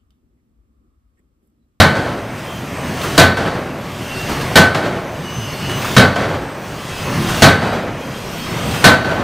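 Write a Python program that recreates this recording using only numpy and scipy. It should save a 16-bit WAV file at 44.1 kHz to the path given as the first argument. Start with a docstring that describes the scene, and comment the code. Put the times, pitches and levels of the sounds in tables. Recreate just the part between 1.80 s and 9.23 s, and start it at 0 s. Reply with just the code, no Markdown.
"""First a crash already under way: a power hammer on hot steel, in a loud forge hall, close to a small microphone.
Six blows overload it: lumpy noise cracks, decaying modes thud and ring in ram and anvil, the hall answers behind,
and each rebound knocks and clatters. Between blows, shaped noise rumbles, roars and hisses as the drive lifts the
ram; guides squeal in narrow resonances, linkage clanks, and a thin whistle wanders at the top."""
import sys
import numpy as np
from scipy import signal
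from scipy.fft import rfft, irfft
from scipy.io import wavfile
from scipy.ndimage import uniform_filter1d

SR = 44100
rng = np.random.default_rng(int(sys.argv[2]) if len(sys.argv) > 2 else 0)


def wav_record(signal):
    """Record a signal, one row per channel, as 16-bit PCM in the file named by sys.argv[1]."""
    frames = np.transpose(np.atleast_2d(signal))
    bounded = np.clip(frames, -1, 1)
    # unit amplitude maps onto the largest positive 16-bit level
    quanta = np.round(bounded * 32767).astype(np.int16)
    wavfile.write(sys.argv[1], SR, quanta)


N = 327663

# Hammer blows: start_s, crash_level_db, brightness_db_per_octave, relative_thud_db, relative_ring_db, choke_after_s
BLOWS = [(-.037, 3.5, 0.7, 3.5, -3, 0.17), (1.378, 0.5, 0.64, .6, -1, 0.15),
         (2.756, 0.5, 0.53, 2.5, 1, 0.12), (4.165, 1.2, -0.54, 1, -3.5, .11),
         (5.621, 2.5, 0.34, 3.5, -3, .13), (7.041, 1.3, 0.5, 1.5, 2, 0.1)]
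# Crash of the blow, relative density before the brightness tilt: pitch_hz, density_db_per_hz
CRASH_SPECTRUM = [(18, -43), (30, -20), (65, -16), (108, 4.5), (237, 2), (341, -5.5), (656, -2),
                  (900, -7.5), (1600, -6.5), (2000, -9), (2600, -14.5), (4310, -12.5), (4910, -19.5),
                  (15500, -35.5)]
# Decay of the crash: pitch_hz, t60_s
CRASH_T60 = [(40, 0.65), (120, 0.33), (500, 0.43), (1500, 0.42), (4000, 0.25), (10000, 0.21)]
# Decay of the hall: pitch_hz, t60_s
HALL_T60 = [(60, 0.78), (300, 1.34), (1200, 1.3), (4000, 0.89), (12000, 0.59)]
# Foundation modes that thud: pitch_hz, relative_level_db, t60_s
THUD_MODES = [(90.6, 0.5, 0.45), (139, -4.5, 0.34), (209.2, -4, 0.38)]
# Ram and anvil modes: pitch_hz, relative_level_db, t60_s (before the half-second fade)
ANVIL_MODES = [(367, -16, 1), (540, -10, .3), (645, 0, .3), (705, -8, .5), (822, -12, .4), (1000, -11, .4),
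               (1130, -12, .3), (1519, 3.5, .8), (1553, -11, .5), (1620, -10, .3), (1742, -9, .6),
               (1796, -7, .4), (2140, -14, .3), (3012, -17, .3), (3310, -17, .3), (3507, -17, .3),
               (3748, -17, .3), (3850, -18, .3), (3910, -18, .3), (4307, -18, .35)]
# A thin, slow-dying ring of the frame: pitch_hz, level_db, t60_s (before the half-second fade)
FRAME_RING = [(4470, -35.5, 4.2)]
# Ram rebounds: start_s, clatter_level_db, first_knock_level_db
REBOUNDS = [(.152, -20.5, -27), (1.570, -18, -20.5), (2.946, -18, -15.5), (4.357, -18, -20.5),
            (5.815, -18, -29), (7.245, -18, -29)]
# Clatter of the frame, relative density: pitch_hz, density_db_per_hz
CLATTER_SPECTRUM = [(24, -52), (40, -15), (101, 0.5), (485, -5), (577, -2.5), (1160, -11), (1530, -11),
                    (1650, -12), (4460, -28.5), (15500, -51.5)]
# First knock of the rebound, relative density: pitch_hz, density_db_per_hz
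KNOCK_SPECTRUM = [(200, -30), (700, 8.5), (3000, -6), (5000, -11.5), (10000, -24), (15500, -32)]
# Strokes before blows two to six: ram_up_s, ram_driven_down_s, rumble_down_db, hiss_at_turn_db, hiss_at_blow_db
STROKES = [(0.575, 0.95, -24, -34, -24.5), (2.06, 2.486, -22.5, -28, -28.5), (3.365, 3.853, -24, -30, -23),
           (4.86, 5.276, -22.5, -28, -21), (6.22, 6.723, -22.5, -28.5, -24.5)]
# Low rumble of the drive, relative density: pitch_hz, density_db_per_hz
RUMBLE_SPECTRUM = [(15, -50), (25, -34), (65, -13.5), (134, -3), (239, -9.5), (281, -11), (314, -16),
                   (348, -10.5), (500, -27), (650, -31), (1100, -120)]
# Roar of the drive, relative density: pitch_hz, density_db_per_hz
ROAR_SPECTRUM = [(210, -52), (350, -5), (584, -1.5), (942, -7), (1060, -4.5), (1300, -9), (2600, -12),
                 (3380, -37), (5720, -120)]
# Hiss of the drive, relative density: pitch_hz, density_db_per_hz
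HISS_SPECTRUM = [(1180, -0.5), (2000, -3.5), (2350, -6.5), (2840, -1), (3940, -7.5), (4440, -8.5),
                 (6050, -9.5), (7560, -14.5), (8230, -14), (10500, -19.5), (11400, -16), (13400, -22),
                 (15500, -23)]
# Linkage clanks: start_s, level_db (before a common 10.5 dB cut), pitch_hz (centre)
CLANKS = [(.579, -30, 4000), (1.212, -18, 3000), (1.233, -9, 1190), (2.487, -17, 1510), (2.492, -8.5, 170),
          (2.609, -18, 4000), (3.895, -13.5, 1500), (4.018, -16, 2190), (4.045, -10.5, 1150),
          (5.336, -19, 1690), (5.488, -8.5, 1150), (6.769, -21, 1600), (6.909, -17, 3500),
          (6.94, -11, 1200)]
# Frame tones woken by the sliding ram: pitch_hz, level_db (at the loudest hiss, before its flicker)
GUIDE_TONES = [(2745, -46), (3195, -44), (3435, -48), (4440, -46), (4942, -46), (6150, -49), (6632, -52),
               (8150, -46.5), (8300, -48), (8845, -53), (11460, -51)]
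# Clear squeals: start_s, length_s, pitch_hz, level_db (before fades and flicker)
SQUEALS = [(.62, .22, 3140, -44), (2.285, .18, 2745, -33), (2.33, .34, 4942, -45), (2.3, .3, 4400, -45),
           (2.35, .14, 8200, -46), (3.4, .37, 2926, -37), (3.76, .26, 2926, -33), (3.62, .32, 2775, -40),
           (3.65, .3, 4377, -45), (3.42, .35, 6148, -40), (3.842, .19, 6148, -42), (3.952, .2, 11795, -51),
           (4.0, .15, 2745, -41), (5.101, .24, 2590, -40), (5.4, .19, 3200, -38), (6.2, .2, 3195, -44),
           (6.46, .26, 3192, -40), (6.7, .33, 3192, -39), (6.6, .15, 5281, -42), (6.88, .16, 2659, -38)]
# Course of the whistle: time_s, pitch_hz
WHISTLE_PITCH = [(0, 14750), (.55, 15080), (.82, 14480), (1.22, 15660), (1.6, 14100), (2.05, 14600),
                 (2.48, 13950), (2.8, 15000), (3.12, 15450), (3.4, 14900), (3.9, 14800), (4.12, 14740),
                 (4.35, 14800), (4.6, 14480), (4.85, 15100), (5.33, 15500), (5.6, 15050), (5.9, 14550),
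                 (6.1, 14450), (6.3, 14000), (6.88, 14370), (7.0, 13800), (7.43, 13900)]
# Faint difference between the channels on the blows: pitch_hz, side_minus_mid_db
BLOW_SIDE = [(60, -34), (300, -51.5), (1000, -48), (3000, -19), (15000, -10)]
# Faint difference between the channels between blows: pitch_hz, side_minus_mid_db
MACHINE_SIDE = [(60, -32), (150, -58.5), (380, -38), (950, -43), (2380, -23), (5980, -17), (15000, -13.5)]

REBOUND_RING_DB, RATTLE_DB = -28, 1.14  # anvil rings again; rms level flicker of the clatter
DROP_S, STEP_S = .14, 0.062  # pressure falls after a blow; the valve switches
RUMBLE_REST_DB, ROAR_REST_DB, HISS_REST_DB = -32.5, -35.5, -38.5
RUMBLE_UP_DB, ROAR_UP_DB, HISS_UP_DB = -29, -32, -35.5
ROAR_UNDER_RUMBLE_DB = 3.5  # while the ram is driven down
CLANK_T60_S, CLANK_T60_SLOPE = 0.3, -.3  # at 1 kHz; higher clanks die sooner
WHISTLE_AT_REST_DB, WHISTLE_FOLLOWS = -59.5, 1  # dB gained for each dB of hiss
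EDGE_HZ = 15660  # upper band limit


def hammer():
    """Steel on steel excites the same frame modes at every blow and rebound."""
    out = np.zeros(N)
    # hundreds of small upper modes, one value per Hz, make every crash lumpy in the same way
    lumps = rng.standard_normal(SR // 2 + 1)
    for _ in range(2):
        lumps = uniform_filter1d(lumps, size=16)
    modes_db = 3.0 * evened(lumps) * np.clip(np.arange(len(lumps)) / 3000, 0, 1)
    for settings in BLOWS:
        blow(out, modes_db, *settings)
    for settings in REBOUNDS:
        rebound(out, modes_db, *settings)
    return out


def blow(out, modes_db, s, crash_db, tilt_db, thud_db, ring_db, choke_s):
    """Impact noise, reflected by the hall, with the foundation and steel ringing at their own modes."""
    t = np.arange(SR // 2) / SR
    fade = np.cos(np.pi * t)  # reaches silence after half a second
    crash = burst(CRASH_SPECTRUM, CRASH_T60, tilt_db, rise=0.00041, low_rise=0.0063, hold=0.019, modes_db=modes_db)
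    hall = burst(CRASH_SPECTRUM, HALL_T60, -0.77, rise=0.03, low_rise=.02, hold=.0, modes_db=modes_db)
    add(out, s, amp(crash_db) * (crash + amp(-16.0) * hall))
    thud = ring(THUD_MODES, t, rough=0.25) * (1 - np.exp(-t / 0.0068))
    add(out, s, amp(thud_db - 7) * thud * fade)
    add(out, s, ring(FRAME_RING, t, rough=.3) * fade)
    clang = ring(ANVIL_MODES, t, rough=.2) * (1 - np.exp(-t / 0.0018))
    # the steel rings freely until the dies shift and choke it
    damping_db = 9 * np.clip((t - choke_s) / 0.032, 0, 1)
    add(out, s, amp(ring_db - 7.0 - damping_db) * clang * fade)


def rebound(out, modes_db, s, clatter_db, knock_db):
    """The returning ram rings the anvil again, knocks, and sets the frame clattering in lumps."""
    t = np.arange(SR // 2) / SR
    add(out, s, amp(REBOUND_RING_DB) * ring(ANVIL_MODES, t, rough=0.42) * np.cos(np.pi * t))
    clatter = burst(CLATTER_SPECTRUM, HALL_T60, 0, rise=0.0012, low_rise=0.01, hold=0.12, modes_db=modes_db)
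    add(out, s, amp(clatter_db + RATTLE_DB * wander(90)[:SR]) * clatter)
    knock_t60 = [(100, 0.12), (10000, 0.25)]  # pitch_hz, t60_s
    knock = burst(KNOCK_SPECTRUM, knock_t60, 0, rise=0.00025, low_rise=.004, hold=0.0032)
    add(out, s, amp(knock_db) * knock)


def drive():
    """Rumble, roar and hiss: noise in drifting patches, streaked by brief narrow rings of the frame."""
    rumble_db, roar_db, hiss_db = efforts()
    return (drive_noise(RUMBLE_SPECTRUM, rumble_db, patchy_db=2.0, streaky_db=1.5)
            + drive_noise(ROAR_SPECTRUM, roar_db, patchy_db=1.5, streaky_db=1.5)
            + drive_noise(HISS_SPECTRUM, hiss_db, patchy_db=1.5, streaky_db=3.0))


def drive_noise(spectrum, level_db, patchy_db, streaky_db):
    """Random short-time spectra: broad patches drift, narrow streaks last a little longer."""
    hz = np.fft.rfftfreq(2048, 1 / SR)
    real, imag, patches, streaks = rng.standard_normal((N // 512 + 5, len(hz), 4)).T
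    patches = evened(smooth_grid(patches, bins=12, frames=8))
    streaks = evened(smooth_grid(streaks, bins=2, frames=14))
    peaks = np.clip(streaks, 0, 2) ** 2 / 2
    density_db = read(spectrum, hz)[:, None] + patchy_db * patches + streaky_db * peaks
    z = (real + 1j * imag) * amp(density_db)
    noise = signal.istft(z, nperseg=2048, noverlap=1536)[1][:N]
    return amp(level_db) * evened(noise)


def efforts():
    """Rumble, roar and hiss in dB: each stroke builds from rest through the lift to a surge on the way down."""
    rest = (RUMBLE_REST_DB, ROAR_REST_DB, HISS_REST_DB)
    lift = (RUMBLE_UP_DB, ROAR_UP_DB)
    rows = []
    for (up, down, rumble_db, turn_db, end_db), before, after in zip(STROKES, BLOWS, BLOWS[1:]):
        surge = (rumble_db, rumble_db - ROAR_UNDER_RUMBLE_DB)
        rows += [(before[0] + DROP_S, *rest),
                 (up - STEP_S, *lift, HISS_REST_DB),
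                 (up, *lift, HISS_UP_DB),
                 (down - STEP_S, *lift, turn_db),
                 (down, *surge, turn_db),
                 (after[0], *surge, end_db)]
    rows.append((BLOWS[-1][0] + DROP_S, *rest))
    s, *levels_db = np.transpose(rows)
    return [np.interp(np.arange(N) / SR, s, db) for db in levels_db]


def clanks():
    """Loose steel parts knock: short, broad resonances of noise."""
    out, t = np.zeros(N), np.arange(SR // 2) / SR
    for s, db, hz in CLANKS:
        t60 = CLANK_T60_S * (hz / 1000) ** CLANK_T60_SLOPE
        knock = evened(resonate(rng.standard_normal(len(t)), hz, .5 * hz + 100))
        add(out, s, amp(db - 10.5 - 60 * t / t60) * knock * (1 - np.exp(-t / 0.00064)))
    return out


def squeals():
    """Friction sings in narrow frame resonances: at random with the hiss, and in a few clear squeals."""
    hiss_db = efforts()[-1]
    out = np.zeros(N)
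    for hz, db in GUIDE_TONES:
        flicker_db = 6.0 * np.minimum(wander(9), 1.5)
        tone = evened(resonate(rng.standard_normal(N), hz, 21))
        out += amp(hiss_db - hiss_db.max() + db + flicker_db) * tone
    for s, length, hz, db in SQUEALS:
        rub = rng.standard_normal(round(length * SR))
        fuzz = evened(resonate(resonate(rub, hz, 27.8), hz, 30))
        tone = evened(0.27 * fuzz + np.sin(2 * np.pi * hz * np.arange(len(rub)) / SR))
        flicker_db = .8 * wander(24)[:len(rub)]
        add(out, s, amp(db + flicker_db) * tone * signal.windows.tukey(len(rub), .4))
    return out


def whistle():
    """A thin, slightly fuzzy wandering line, perhaps oil through a narrow gap; it swells with the hiss."""
    hz = np.interp(np.arange(N) / SR, *np.transpose(WHISTLE_PITCH))
    hz = uniform_filter1d(hz, size=5000)
    fuzz = evened(resonate(rng.standard_normal(N), hz, 40))
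    line = np.sin(2 * np.pi * np.cumsum(hz) / SR) + 0.48 * fuzz
    db = WHISTLE_AT_REST_DB + WHISTLE_FOLLOWS * (efforts()[-1] - HISS_REST_DB)
    return amp(db + 2.5 * wander(15)) * line


def burst(spectrum, t60, tilt_db, rise, low_rise, hold, modes_db=0, count=SR):
    """Noise in bands: bass builds slower than treble, all holds a moment, then each band dies at its own speed."""
    hz, t = np.fft.rfftfreq(count, 1 / SR), np.arange(count) / SR
    density_db = read(spectrum, hz) + tilt_db * np.log2(hz / 1000 + 0.065) + modes_db
    z = rfft(rng.standard_normal(count)) * amp(density_db)
    z /= np.sqrt(np.mean(irfft(z) ** 2))
    centres = np.geomspace(60, 15000, 9)
    out = np.zeros(count)
    for k, c in enumerate(centres):
        # overlapping triangles on a log scale add up to one
        share = np.interp(np.log(hz + 1), np.log(centres), np.arange(len(centres)) == k)
        band = irfft(z * share, count)
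        build = 1 - np.exp(-t / (rise + low_rise * centres[0] / c))
        out += band * build * amp(-60 * np.maximum(t - hold, 0) / read(t60, c))
    return out


def ring(modes, t, rough):
    """Each mode is a decaying line roughened by narrow noise: it wobbles faster the higher it lies."""
    out = np.zeros(len(t))
    for hz, db, t60 in modes:
        cluster = evened(resonate(rng.standard_normal(len(t)), hz, .006 * hz + 8))
        line = np.sin(2 * np.pi * (hz * t + rng.random())) + rough * cluster
        out += amp(db - 60 * t / t60) * line
    return out


def resonate(x, hz, width):
    """A resonance of gain 1, width in Hz: shifts hz down to zero, smooths, and shifts back."""
    turn = np.exp(2j * np.pi * np.cumsum(hz * np.ones(len(x))) / SR)
    r = np.exp(-np.pi * width / SR)
    return 2 * (turn * signal.lfilter([1 - r], [1, -r], x / turn)).real


def wander(per_s):
    """Slow random drift of rms 1: sines of random phase, weaker as they get faster, up to per_s in Hz."""
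    t = np.arange(0, N / SR + 1, 1 / 200)
    x = np.zeros(len(t))
    for f in np.geomspace(per_s / 12, per_s, 16):
        x += np.sin(2 * np.pi * (f * t + rng.random())) / np.sqrt(f)
    return np.interp(np.arange(N) / SR, t, evened(x))


def smooth_grid(grid, bins, frames):
    """Averages neighbours across pitch, then across time."""
    return uniform_filter1d(uniform_filter1d(grid, size=bins, axis=0), size=frames, axis=1)


def amp(db):
    """Decibels to amplitude."""
    return 10 ** (np.asarray(db) / 20)


def evened(x):
    """Brings the rms to 1."""
    return x / np.sqrt(np.mean(x ** 2) + 1e-20)


def read(points, hz):
    """Reads a table of values over log pitch."""
    f, value = np.transpose(points)
    return np.interp(np.log(hz + 1), np.log(f + 1), value)


def add(mix, s, sound):
    """Lays a sound into the mix at s seconds, cut at both ends of the mix."""
    at = round(s * SR)
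    part = mix[max(at, 0):max(at + len(sound), 0)]
    part += sound[max(-at, 0):][:len(part)]


def side_of(x, side_db):
    """A faint difference between the channels: a share of the sound, phases scattered, in opposite sign left
    and right."""
    hz, _, z = signal.stft(x, SR, nperseg=512)
    turn = np.exp(2j * np.pi * rng.random(z.T.shape).T)
    scattered = z * amp(read(side_db, hz))[:, None] * turn
    return signal.istft(scattered, SR, nperseg=512)[1][:N] * [[1], [-1]]


def scene():
    """Hammer and machine in the middle, each with its own faint difference between the channels."""
    blows = hammer()
    machine = drive() + clanks() + squeals() + whistle()
    return blows + machine + side_of(blows, BLOW_SIDE) + side_of(machine, MACHINE_SIDE)


def record(dry):
    """The close microphone's input stage overloads softly on the blows; then the band limit."""
    clipped = dry / (1 + abs(dry / 0.87) ** 4.5) ** (1 / 5.7)
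    lowpass = signal.firwin(1023, EDGE_HZ, window=("kaiser", 9), fs=SR)
    return signal.oaconvolve(clipped, lowpass[None], "same")


dry = scene()
out = record(dry)
wav_record(out)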